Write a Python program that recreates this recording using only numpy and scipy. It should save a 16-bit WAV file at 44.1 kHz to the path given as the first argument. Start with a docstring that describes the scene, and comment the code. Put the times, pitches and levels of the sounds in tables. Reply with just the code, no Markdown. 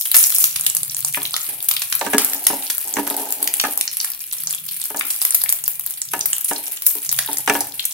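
"""A fierce rush of sizzling, then cracks, pops and metallic knocks: curry leaves, dry chillies and mustard seeds
fry in a small pan, heard close in a hard-walled kitchen. Sizzle is shaped noise that swells in spurts; cracks are
resonated noise bursts; pops join a bright spray to a ringing snap. The shaken pan sounds by decaying modes, rattle
and rubbing noise. A faint low drone of wavering partials comes and goes; the loudest pops saturate."""
import sys
import numpy as np
from scipy import signal
from scipy.fft import rfft, irfft, next_fast_len
from scipy.io import wavfile
from scipy.ndimage import map_coordinates

SR = 44100
rng = np.random.default_rng(int(sys.argv[2]) if len(sys.argv) > 2 else 0)


def transcribe(signal):
    """Save signal, clipped to [-1, 1], as a 16-bit WAV file at the path in sys.argv[1]."""
    frames = np.atleast_2d(signal).T
    limited = np.clip(frames, -1, 1)
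    pcm = np.round(limited * 32767).astype(np.int16)
    wavfile.write(sys.argv[1], SR, pcm)


N = 349834
TOP_HZ = 15800  # upper band limit

# How hard the oil boils, fiercest as the fresh leaves meet it. Each row: time in seconds, relative level in dB.
BOIL = [(0, -8.5), (.11, -29.5), (.15, -18), (.44, -18), (.49, -29), (.88, -29.5), (1.15, -25),
        (1.5, -29.5), (1.85, -29.5), (2.5, -29), (3.66, -31), (4.22, -30), (5.1, -29.5), (5.47, -29.5),
        (5.66, -30.5), (6.1, -32.5), (6.45, -28), (7.93, -31)]
# Spectra of the gentle fizz and of the fine spray. Each row: frequency in Hz, relative density in dB per Hz.
FIZZ_SPECTRUM = [(200, -68), (700, -13), (1200, -4.5), (2400, 9), (6500, 1.5), (8000, 10.5), (9800, 20),
                 (12500, 19.5), (15500, 11)]
SPRAY_SPECTRUM = [(200, -36), (700, -21), (3000, -30.5), (6000, -5), (8000, -2.5), (9800, 1), (12500, 0.5),
                  (15500, 0)]


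def sizzle(spread_db, spurt_share):
    """Superposition of impulses: countless tiny steam bubbles breaking at the leaves merge into noise."""
    boil_s, boil_db = np.transpose(BOIL)
    level_db = np.interp(np.arange(N) / SR, boil_s, boil_db)
    # steam escapes in little spurts, about 60 a second, which start at once and fade
    flow = unit(np.sqrt(1 + spurt_share * spurts(60, fade_s=.008)))
    bubbles = spiky(N, spread_db) * flow * amp(level_db - 2.5)
    # when the oil boils hard, the power passes from the fizz to a fine bright spray
    fierce = np.clip((level_db + 27.5) / 12, 0, 1)
    fizz = coloured(bubbles * np.sqrt(1 - fierce), FIZZ_SPECTRUM)
    return fizz + coloured(bubbles * np.sqrt(fierce), SPRAY_SPECTRUM)


# The loudest bursts of water in the oil. Each row: start in seconds, relative spray level in dB over 10 ms,
# relative snap level in dB over 10 ms, life in seconds.
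WATER_BURSTS = [(0.1434, -11, -14, 0.01), (0.165, -5.5, -21, 0.0051), (0.441, -9.5, -18, 0.0018),
                (0.5593, -21, -23, 0.0057), (0.6646, -13, -18, 0.0033), (1.3647, -24, -20, 0.0024),
                (1.6865, -12, -24, 0.0038), (1.712, -19.5, -19, 0.0044), (1.819, -26, -22.5, 0.0067),
                (1.925, -22, -17.5, 0.0038), (2.1817, -11.5, -11, 0.003), (2.3335, -22.5, -24, 0.0024),
                (2.4675, -7.5, -14.5, 0.0026), (2.7, -18.5, -21, 0.0082), (3.475, -20, -19, 0.0028),
                (3.598, -26, -15, 0.0044), (3.8111, -18, -21, 0.001), (4.0449, -20.5, -26, 0.004),
                (5.1025, -18, -27.5, 0.007), (5.2505, -13.5, -25, 0.0034), (5.346, -9.5, -24.5, 0.0045),
                (6.257, -15, -29, 0.0046), (6.4445, -18, -47, 0.0048), (6.4817, -18, -30.5, 0.019),
                (6.8648, -7.5, -28.5, 0.0052), (7.1883, -17, -16.5, 0.0041)]
# Spectrum of the snap. 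Each row: frequency in Hz, relative density in dB per Hz.
SNAP_SPECTRUM = [(40, 2), (200, -4), (600, 4), (1200, 10), (2200, 5), (4000, 16), (6500, 19), (9000, 14),
                 (15000, -63)]


def pops(rows, grain_db, jet_hz, jet_share, cavity_hz, cavity_q, ring_share, froth_db):
    """Flash boiling and cavity resonance: a drop turns to steam, snaps, rings briefly and sprays droplets."""
    spray, snap = np.zeros((2, 2, N))
    t = np.arange(SR // 6) / SR
    rise, fade = 1 - np.exp(-t / .0006), np.exp(-t / .04)

    def blow(x, db):
        return amp(db) * burst(x, .01)

    for s, spray_db, snap_db, life in rows:
        # the longest bursts leave a patch of froth that fizzes on
        froth_gain = amp(froth_db) * min(life / .007, 1) ** 2
        froth = froth_gain * fade * rng.standard_normal((2, len(t)))
        droplets = spiky(len(t), grain_db) * np.exp(-.5 * (t / life) ** 2)
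        volley = rise * (droplets + froth)
        # the oil film tears first, in one needle-sharp crack
        volley += 1.5 * rng.standard_normal((2, len(t))) * np.exp(-t / .0002)
        # the steam leaves through a vent of its own size, which gives each burst a pitch
        vent_hz = jet_hz * np.exp(.12 * rng.standard_normal())
        jet = resonate(volley, vent_hz, 4.6)
        add(spray, s, blow(unit(volley) + jet_share * jet, spray_db))

        crack = spiky(len(t), grain_db) * np.exp(-(t / life) ** 2)
        ring_hz = cavity_hz * 1.7 ** (rng.random() - .5)
        ring = resonate(crack, ring_hz, cavity_q)
        add(snap, s, blow(unit(crack) + ring_share * ring, snap_db))
    return coloured(spray, SPRAY_SPECTRUM) + coloured(snap, SNAP_SPECTRUM)


def cracks(rows, life_s, spit_db, spit_s, q, low_hz):
    """Impulsive excitation of resonances: a sharp split rings at two pitches, and a faint spit follows it."""
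    track = np.zeros((2, N))
    t = np.arange(int(6 * spit_s * SR)) / SR
    highpass = signal.butter(2, low_hz, "highpass", fs=SR)
    for s, db, hz in rows:
        life = life_s * np.exp(.5 * rng.standard_normal())  # life_s is the median
        envelope = np.exp(-t / life) * (1 - np.exp(-2 * t / life))
        split = rng.standard_normal((2, len(t))) * envelope
        split += amp(spit_db) * spiky(len(t), 6) * np.exp(-t / spit_s)
        ring = resonate(resonate(split, hz, q), hz, q)
        # the second pitch is weaker
        second_gain = .5 * rng.random()
        second_hz = hz * 2 ** rng.uniform(-1.92, 1)
        ring = ring + second_gain * resonate(split, second_hz, 2 * q)
        sound = signal.lfilter(*highpass, ring + .25 * unit(split))
        add(track, s, amp(db) * burst(sound, .01))
    return track


def crackles(per_second, least_db, spread_db, range_db, full_boil_db, count=1600):
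    """Random arrivals: fainter cracks, louder in harder boiling, mostly high; rows of s, dB, pitch Hz."""
    when, size, colour, chance = rng.random((count, 4)).T
    s = when * N / SR
    boil_db = np.minimum(np.interp(s, *np.transpose(BOIL)), full_boil_db)
    size_db = np.minimum(-spread_db * np.log(size), range_db)
    lowness = colour ** 4  # mostly near 0; the lower cracks are also fainter
    rows = np.transpose([s, least_db + boil_db + size_db - 9 * lowness, 13000 * .22 ** lowness])
    return rows[chance < per_second * N / SR / count]


# Single sharp cracks, as a mustard seed or a blister on a leaf splits; the one at 6.134 s is the bright edge
# of a pan knock. Each row: start in seconds, relative level in dB over 10 ms, pitch in Hz.
SHARP_CRACKS = [(.0723, -25, 12100), (.1151, -13, 11700), (.1575, -11, 10800), (.2393, -14, 6800),
                (.2686, -17, 10400), (.3845, -12.5, 11300), (.6106, -18.5, 9500), (.6986, -19.5, 7600),
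                (.7494, -15.5, 12000), (.7679, -14.5, 10200), (.832, -18.5, 9300), (.9463, -22, 8200),
                (1.0476, -15, 8400), (1.0839, -24.5, 10900), (1.146, -21.5, 2310), (1.2529, -22.5, 3360),
                (1.3409, -19.5, 4100), (1.7669, -20.5, 3300), (1.952, -14, 13100), (2.2467, -11, 11300),
                (2.7812, -18, 12800), (2.9387, -20, 7200), (3.0752, -21, 12400), (3.1009, -20, 11600),
                (3.1661, -19.5, 11300), (3.3055, -23, 11700), (3.3239, -17.5, 12400), (3.4274, -15, 11200),
                (3.4425, -22, 11800), (3.5391, -14.5, 10400), (3.613, -20, 12600), (3.7755, -15.5, 11700),
                (3.8773, -20.5, 5300), (3.9698, -19.5, 10400), (4.0011, -21, 5100), (4.0122, -23, 12000),
                (4.0553, -29, 10300), (4.4717, -20, 6760), (4.508, -21, 7900), (4.5484, -23, 10000),
                (4.8158, -24.5, 8250), (4.9936, -19, 10200), (5.0097, -20, 2050), (5.2168, -15.5, 11900),
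                (5.2248, -19, 11600), (5.2359, -27, 11300), (5.3067, -15, 9800), (5.4165, -20, 11000),
                (5.4371, -13, 12100), (5.46, -30, 2020), (5.4921, -14, 9500), (5.4996, -18, 12500),
                (5.5249, -11, 12800), (5.6392, -21.5, 9800), (5.679, -13, 13200), (5.7957, -22, 13300),
                (6.017, -19.5, 7250), (5.8632, -19, 13100), (6.134, -24, 11300), (6.1919, -23, 9500),
                (6.2096, -19, 5900), (6.3307, -14.5, 8400), (6.3823, -22, 11400), (7.0918, -18, 6800),
                (7.115, -21.5, 12200), (7.1265, -14.5, 13100), (7.1638, -26, 10400), (7.3311, -20.5, 11400),
                (7.3437, -36, 10800), (7.3838, -19, 10700), (7.6069, -16, 9700), (7.7939, -20, 3520),
                (7.8528, -16, 11200)]


def sharp_cracking():
    """Impulsive excitation: distinct sharp cracks stand out over a random scatter of fainter ones."""
    faint = crackles(per_second=34, least_db=-1.5, spread_db=3.5, range_db=8.5, full_boil_db=-28)
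    rows = np.vstack([SHARP_CRACKS, faint])
    return cracks(rows, life_s=.0008, spit_db=-19, spit_s=.005, q=1.8, low_hz=750)


def ticking_bubbles():
    """Brief impulses have wide spectra: many faint single bubbles close by tick needle-sharp."""
    rows = crackles(per_second=100, least_db=-12, spread_db=4.5, range_db=13, full_boil_db=-19)
    return cracks(rows, life_s=.0002, spit_db=-24, spit_s=.001, q=1.5, low_hz=2000)


# The pan meets the grate. Each row: start in seconds, then relative thud, ring and clang levels in dB over 20 ms.
GRATE_KNOCKS = [(1.171, -34.5, -30, -30.5), (2.012, -40, -21.5, -26), (2.064, -28, -28, -25.5),
                (2.1336, -22, -22, -20), (2.145, -19, -32, -25), (2.502, -29, -27.5, -34.5),
                (2.531, -30, -26, -41), (2.968, -27, -27, -24.5), (2.985, -20.5, -23.5, -30.5),
                (3.071, -38, -35, -33.5), (3.108, -31, -29, -36), (3.202, -38, -40, -52),
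                (3.225, -40, -32, -59), (3.422, -34, -42, -54), (3.638, -31, -25.5, -22.5),
                (3.6501, -30.5, -25, -24.5), (4.903, -40, -37, -38.5), (4.945, -35, -31, -35),
                (6.1352, -36.5, -25.5, -23), (6.511, -29, -24.5, -27), (6.955, -40, -44.5, -67),
                (7.287, -32.5, -28.5, -41), (7.476, -30, -18.5, -19.5), (7.497, -19.5, -15.5, -15),
                (7.552, -27.5, -22, -24)]
# Modes of pan and grate. Each row: nominal frequency in Hz, mean relative level in dB, t60 in seconds.
PAN_MODES = [(221, -7, .17), (286, 3.5, .18), (335, -5, .12), (421, 1.5, .13), (580, -2, .1),
             (721, -4, .12), (780, -1, .11), (852, -1, .1), (932, 3, .13), (1130, -4, .06), (1235, 1, .07),
             (1405, -3, .07), (1535, 0, .07), (1715, 3, .09), (1870, -3, .05), (2340, -4, .08),
             (2770, -5, .09)]
# The registers of thud, ring and clang. Each row: lower edge in Hz, upper edge in Hz.
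PAN_REGISTERS = [(190, 500), (500, 1050), (1050, 2800)]
# Spectrum of the metal contact. Each row: frequency in Hz, relative density in dB per Hz.
CLACK_SPECTRUM = [(600, -50), (1200, -9), (2800, -5.5), (4800, -23), (6000, -6.5), (7000, -18),
                  (8300, -7.5), (15000, -22)]


def pan(ring_db, rattle_db, rattle_t60, contact_db, contact_t60):
    """Impact excites modes: knocks ring three registers, rattle the loose grate and clack metal on metal."""
    ring, contact = np.zeros((2, 2, N))
    t = np.arange(SR // 4) / SR

    def rattle(t60):
        return rng.standard_normal((2, len(t))) * amp(-60 * t / t60)

    def blow(x, db):
        return amp(db) * burst(x, .02)

    for s, *levels in GRATE_KNOCKS:
        for (low, high), db in zip(PAN_REGISTERS, levels):
            band = signal.butter(2, [low, high], "bandpass", fs=SR)
            grate = signal.lfilter(*band, rattle(rattle_t60))
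            modes = [mode for mode in PAN_MODES if low <= mode[0] < high]
            add(ring, s, blow(struck(modes, t), db + ring_db))
            add(ring, s, blow(grate, db + rattle_db))
        add(contact, s, blow(rattle(contact_t60), levels[-1] + contact_db))
    return ring + coloured(contact, CLACK_SPECTRUM)


def struck(modes, t):
    """Modal superposition: damped sines swell within a cycle, with levels and pitches redrawn at each call."""
    hz, db, t60 = np.transpose(modes)[:, :, None]
    level = amp(db + 2.5 * rng.standard_normal(hz.shape) - 60 * t / t60)
    # pitches shift with the point where the pan rests
    hz = hz * (1 + .018 * rng.standard_normal(hz.shape))
    waves = np.sin(2 * np.pi * (hz * t + rng.random((2, len(hz), 1))))
    return np.sum(level * waves * (1 - np.exp(-t * hz / .7)), axis=1)


# The pan rubs on the grate, dragged or barely shifting in the cook's hand.
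# Each row: start in seconds, length in seconds, relative level in dB.
RUBS = [(1.48, 0.062, -42.5), (2.25, 0.39, -39), (2.84, .15, -38.5), (3.05, 0.22, -31.5), (3.29, 0.21, -38)]
# Spectrum of the rubbing. Each row: frequency in Hz, relative density in dB per Hz.
SCRAPE_SPECTRUM = [(80, -39), (180, -12.5), (290, -2), (420, 0.5), (520, -4), (850, 4.5), (1100, -17),
                   (1800, -14), (4000, -13)]
# the pan also skids at every knock: dB relative to the knock's ring entry, and seconds
SKID_DB, SKID_S = -7.5, 0.033
RUB_ATTACK_S, RUB_FALL_DB_PER_S = 0.012, 140


def slide(ring_share):
    """Stick-slip friction: the base judders as it rubs over the grate, which keeps its modes ringing."""
    skids = [(s, SKID_S, db + SKID_DB) for s, _, db, _ in GRATE_KNOCKS]
    strokes = list(RUBS) + skids
    force = np.max([amp(db) * swell(s, length, RUB_ATTACK_S, RUB_FALL_DB_PER_S)
                    for s, length, db in strokes], axis=0)
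    # the base catches and slips about 55 times a second
    catches = .7 + spurts(55, fade_s=.006)
    rub = force * unit(rng.standard_normal((2, N)) * catches)
    body = struck(PAN_MODES, np.arange(SR // 4) / SR)
    ringing = signal.oaconvolve(rub, body / np.linalg.norm(body[0]), axes=1)[:, :N]
    return coloured(rub, SCRAPE_SPECTRUM) + ring_share * ringing


# Reverberation of the kitchen. Each row: frequency in Hz, t60 in seconds.
ROOM_DECAY = [(200, 0.58), (3000, 0.39), (10000, 0.21), (15000, 0.32)]


def kitchen(x, wet_db):
    """Reverberation: a diffuse tail answers from the walls, and each frequency dies at its own speed."""
    hz, t, z = signal.stft(rng.standard_normal((2, SR // 2)), SR, nperseg=256)
    decay = amp(-60 * t / along(ROOM_DECAY, hz)[:, None])
    onset = 1 - np.exp(-t / 0.00041)
    tail = signal.istft(z * decay * onset, SR, nperseg=256)[1]
    tail = tail / np.linalg.norm(tail[0])
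    return x + amp(wet_db) * signal.oaconvolve(x, tail, axes=1)[:, :N]


# Likeness of the two microphones. Each row: frequency in Hz, left-right correlation from 0 to 1.
LIKENESS = [(60, .75), (250, .96), (800, .85), (3000, .15), (7000, 0)]
# Balance of the two microphones. Each row: frequency in Hz, left minus right in dB.
BALANCE = [(400, -1.5), (2400, 1), (8500, -1.5), (10500, -2.5), (13000, 6)]


def microphones(x):
    """Spatial coherence: long waves reach both microphones alike, short ones differently."""
    def mix(hz):
        angle = np.arccos(np.clip(along(LIKENESS, hz), -1, 1)) / 2
        return np.array([np.cos(angle), np.sin(angle)])

    def lean(hz):
        return amp(along(BALANCE, hz) * np.array([[.5], [-.5]]))

    mid, side = filtered(x, mix)
    return filtered(np.array([mid + side, mid - side]), lean)


# Swells of a low drone, perhaps traffic outside. Each row: start in seconds, length in seconds,
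# pitch at the start in Hz, glide in Hz per second, relative level in dB.
DRONE_SWELLS = [(0.448, 0.79, 134, 9.5, -47.5), (1.43, 0.76, 137, -16, -55.5),
                (4.351, 0.37, 161, -16.5, -53.5), (5.258, 0.58, 147, 2.5, -58.5),
                (6.04, 0.16, 146, -1.5, -46), (7.05, 0.6, 135, -16, -49)]
# Its partials, spaced like an engine's. Each row: ratio to the pitch, relative level in dB.
DRONE_PARTIALS = [(.8, -7), (1, 0), (1.2, -7)]
DRONE_ATTACK_S, DRONE_FALL_DB_PER_S = 0.07, 90
# Spectrum of the still air. Each row: frequency in Hz, relative density in dB per Hz.
AIR_SPECTRUM = [(20, -18.5), (140, -1.5), (400, -13), (8000, -83)]


def background(air_db):
    """Additive synthesis over noise: a wavering low drone swells and fades over the room's still air."""
    drone = np.zeros(N)
    # a complex gain wavers both the strength and the phase of each partial
    wavers = [0.67 + 0.52 * (wobble(28) + 1j * wobble(28)) for _ in DRONE_PARTIALS]
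    for s, length, hz, glide, db in DRONE_SWELLS:
        phase = 2 * np.pi * np.cumsum(hz + glide * (np.arange(N) / SR - s)) / SR
        tone = np.zeros(N)
        for (ratio, level_db), waver in zip(DRONE_PARTIALS, wavers):
            tone += amp(level_db) * np.real(waver * np.exp(1j * ratio * phase))
        drone += amp(db) * swell(s, length, DRONE_ATTACK_S, DRONE_FALL_DB_PER_S) * tone
    air = microphones(coloured(rng.standard_normal((2, N)), AIR_SPECTRUM))
    return drone + amp(air_db) * air


def amp(db):
    """Logarithmic level: decibels to linear gain."""
    return 10 ** (np.asarray(db) / 20)


def unit(x):
    """Mean-square normalisation: x at an rms of 1."""
    return x / np.sqrt(np.mean(x ** 2) + 1e-20)


def burst(x, seconds):
    """Equal energy: stereo x with the energy of an rms of 1 held for that long."""
    return unit(x) * np.sqrt(seconds * SR / x.shape[-1])


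def along(points, hz):
    """Logarithmic frequency scale: (Hz, value) points interpolated on a log axis."""
    f, v = np.transpose(points)
    return np.interp(np.log(hz + 1), np.log(f), v)


def wobble(rate):
    """Band-limited fluctuation: a smooth random curve, rate knots a second."""
    knots = rng.standard_normal(int(N * rate / SR) + 4)
    return map_coordinates(knots, [np.arange(N) * rate / SR])


def filtered(x, response):
    """Linear filtering: the spectrum of x times a response of frequency."""
    size = next_fast_len(N + SR // 4)
    return irfft(rfft(x, size) * response(np.fft.rfftfreq(size, 1 / SR)), size)[..., :N]


def coloured(x, spectrum, size=2048):
    """Minimum-phase filtering: a causal filter of that spectrum which keeps the power of white noise."""
    hz = np.fft.rfftfreq(size, 1 / SR)
    gain = amp(along(spectrum, hz))
    gain = gain / np.sqrt(np.mean(gain ** 2 * (hz < TOP_HZ)))
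    # folding the cepstrum onto positive times makes the filter causal
    cepstrum = irfft(np.log(gain))
    cepstrum[1:size // 2] *= 2
    cepstrum[size // 2 + 1:] = 0
    impulse = irfft(np.exp(rfft(cepstrum)))
    return signal.oaconvolve(x, impulse[None], axes=1)[:, :N]


def add(track, s, sound):
    """Superposition: mix a sound into a track at time s."""
    start = min(max(round(s * SR), 0), N)
    track[:, start:start + sound.shape[1]] += sound[:, :N - start]


def spiky(size, spread_db):
    """Log-normal granularity: stereo noise of tiny cracks, eight samples long and of unequal strength."""
    grain_db = spread_db * np.clip(rng.standard_normal(size // 8 + 1), -3, 2.5)
    strength = np.repeat(amp(grain_db), 8)[:size]
    return unit(strength * rng.standard_normal((2, size)))


def spurts(per_second, fade_s):
    """Shot noise: random jolts of unequal strength start at once and fade exponentially."""
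    starts = (rng.random(N) < per_second / SR) * rng.exponential(size=N)
    return signal.lfilter([1], [1, -np.exp(-1 / (fade_s * SR))], starts)


def resonate(x, hz, q):
    """Simple resonance: x through one resonator, at an rms of 1."""
    return unit(signal.lfilter(*signal.iirpeak(min(hz, TOP_HZ), max(q, 1), SR), x))


def swell(s, length, attack_s, fall_db_per_s):
    """Exponential decay: an envelope rises from time s, holds until length has passed, then dies away."""
    t = np.arange(N) / SR - s
    return np.clip(t / attack_s, 0, 1) * amp(-fall_db_per_s * np.maximum(t - length, 0))


def scene():
    """Superposition of sources: frying and pan noises sound in the kitchen over the background."""
    cracking = sharp_cracking()
    ticking = ticking_bubbles()
    spitting = pops(WATER_BURSTS, grain_db=4.5, jet_hz=10960, jet_share=1.0, cavity_hz=2200,
                    cavity_q=2.6, ring_share=1.2, froth_db=-10)
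    sizzling = sizzle(spread_db=1.5, spurt_share=30)
    frying = kitchen(sizzling + amp(0.92) * cracking + ticking + spitting, wet_db=-5.5)

    knocks = pan(ring_db=-2, rattle_db=-5.5, rattle_t60=.06, contact_db=-2.5, contact_t60=.028)
    cookware = kitchen(knocks + slide(ring_share=0.22), wet_db=-14.0)
    return microphones(frying + cookware) + background(air_db=-63)


def record(dry):
    """Saturation: the loudest pops flatten against full scale, with the band limited before and after."""
    def below_top(hz):
        return hz < TOP_HZ

    x = filtered(dry, below_top)
    return filtered(x / (1 + x ** 8) ** (1 / 8), below_top)


dry = scene()
out = record(dry)
transcribe(out)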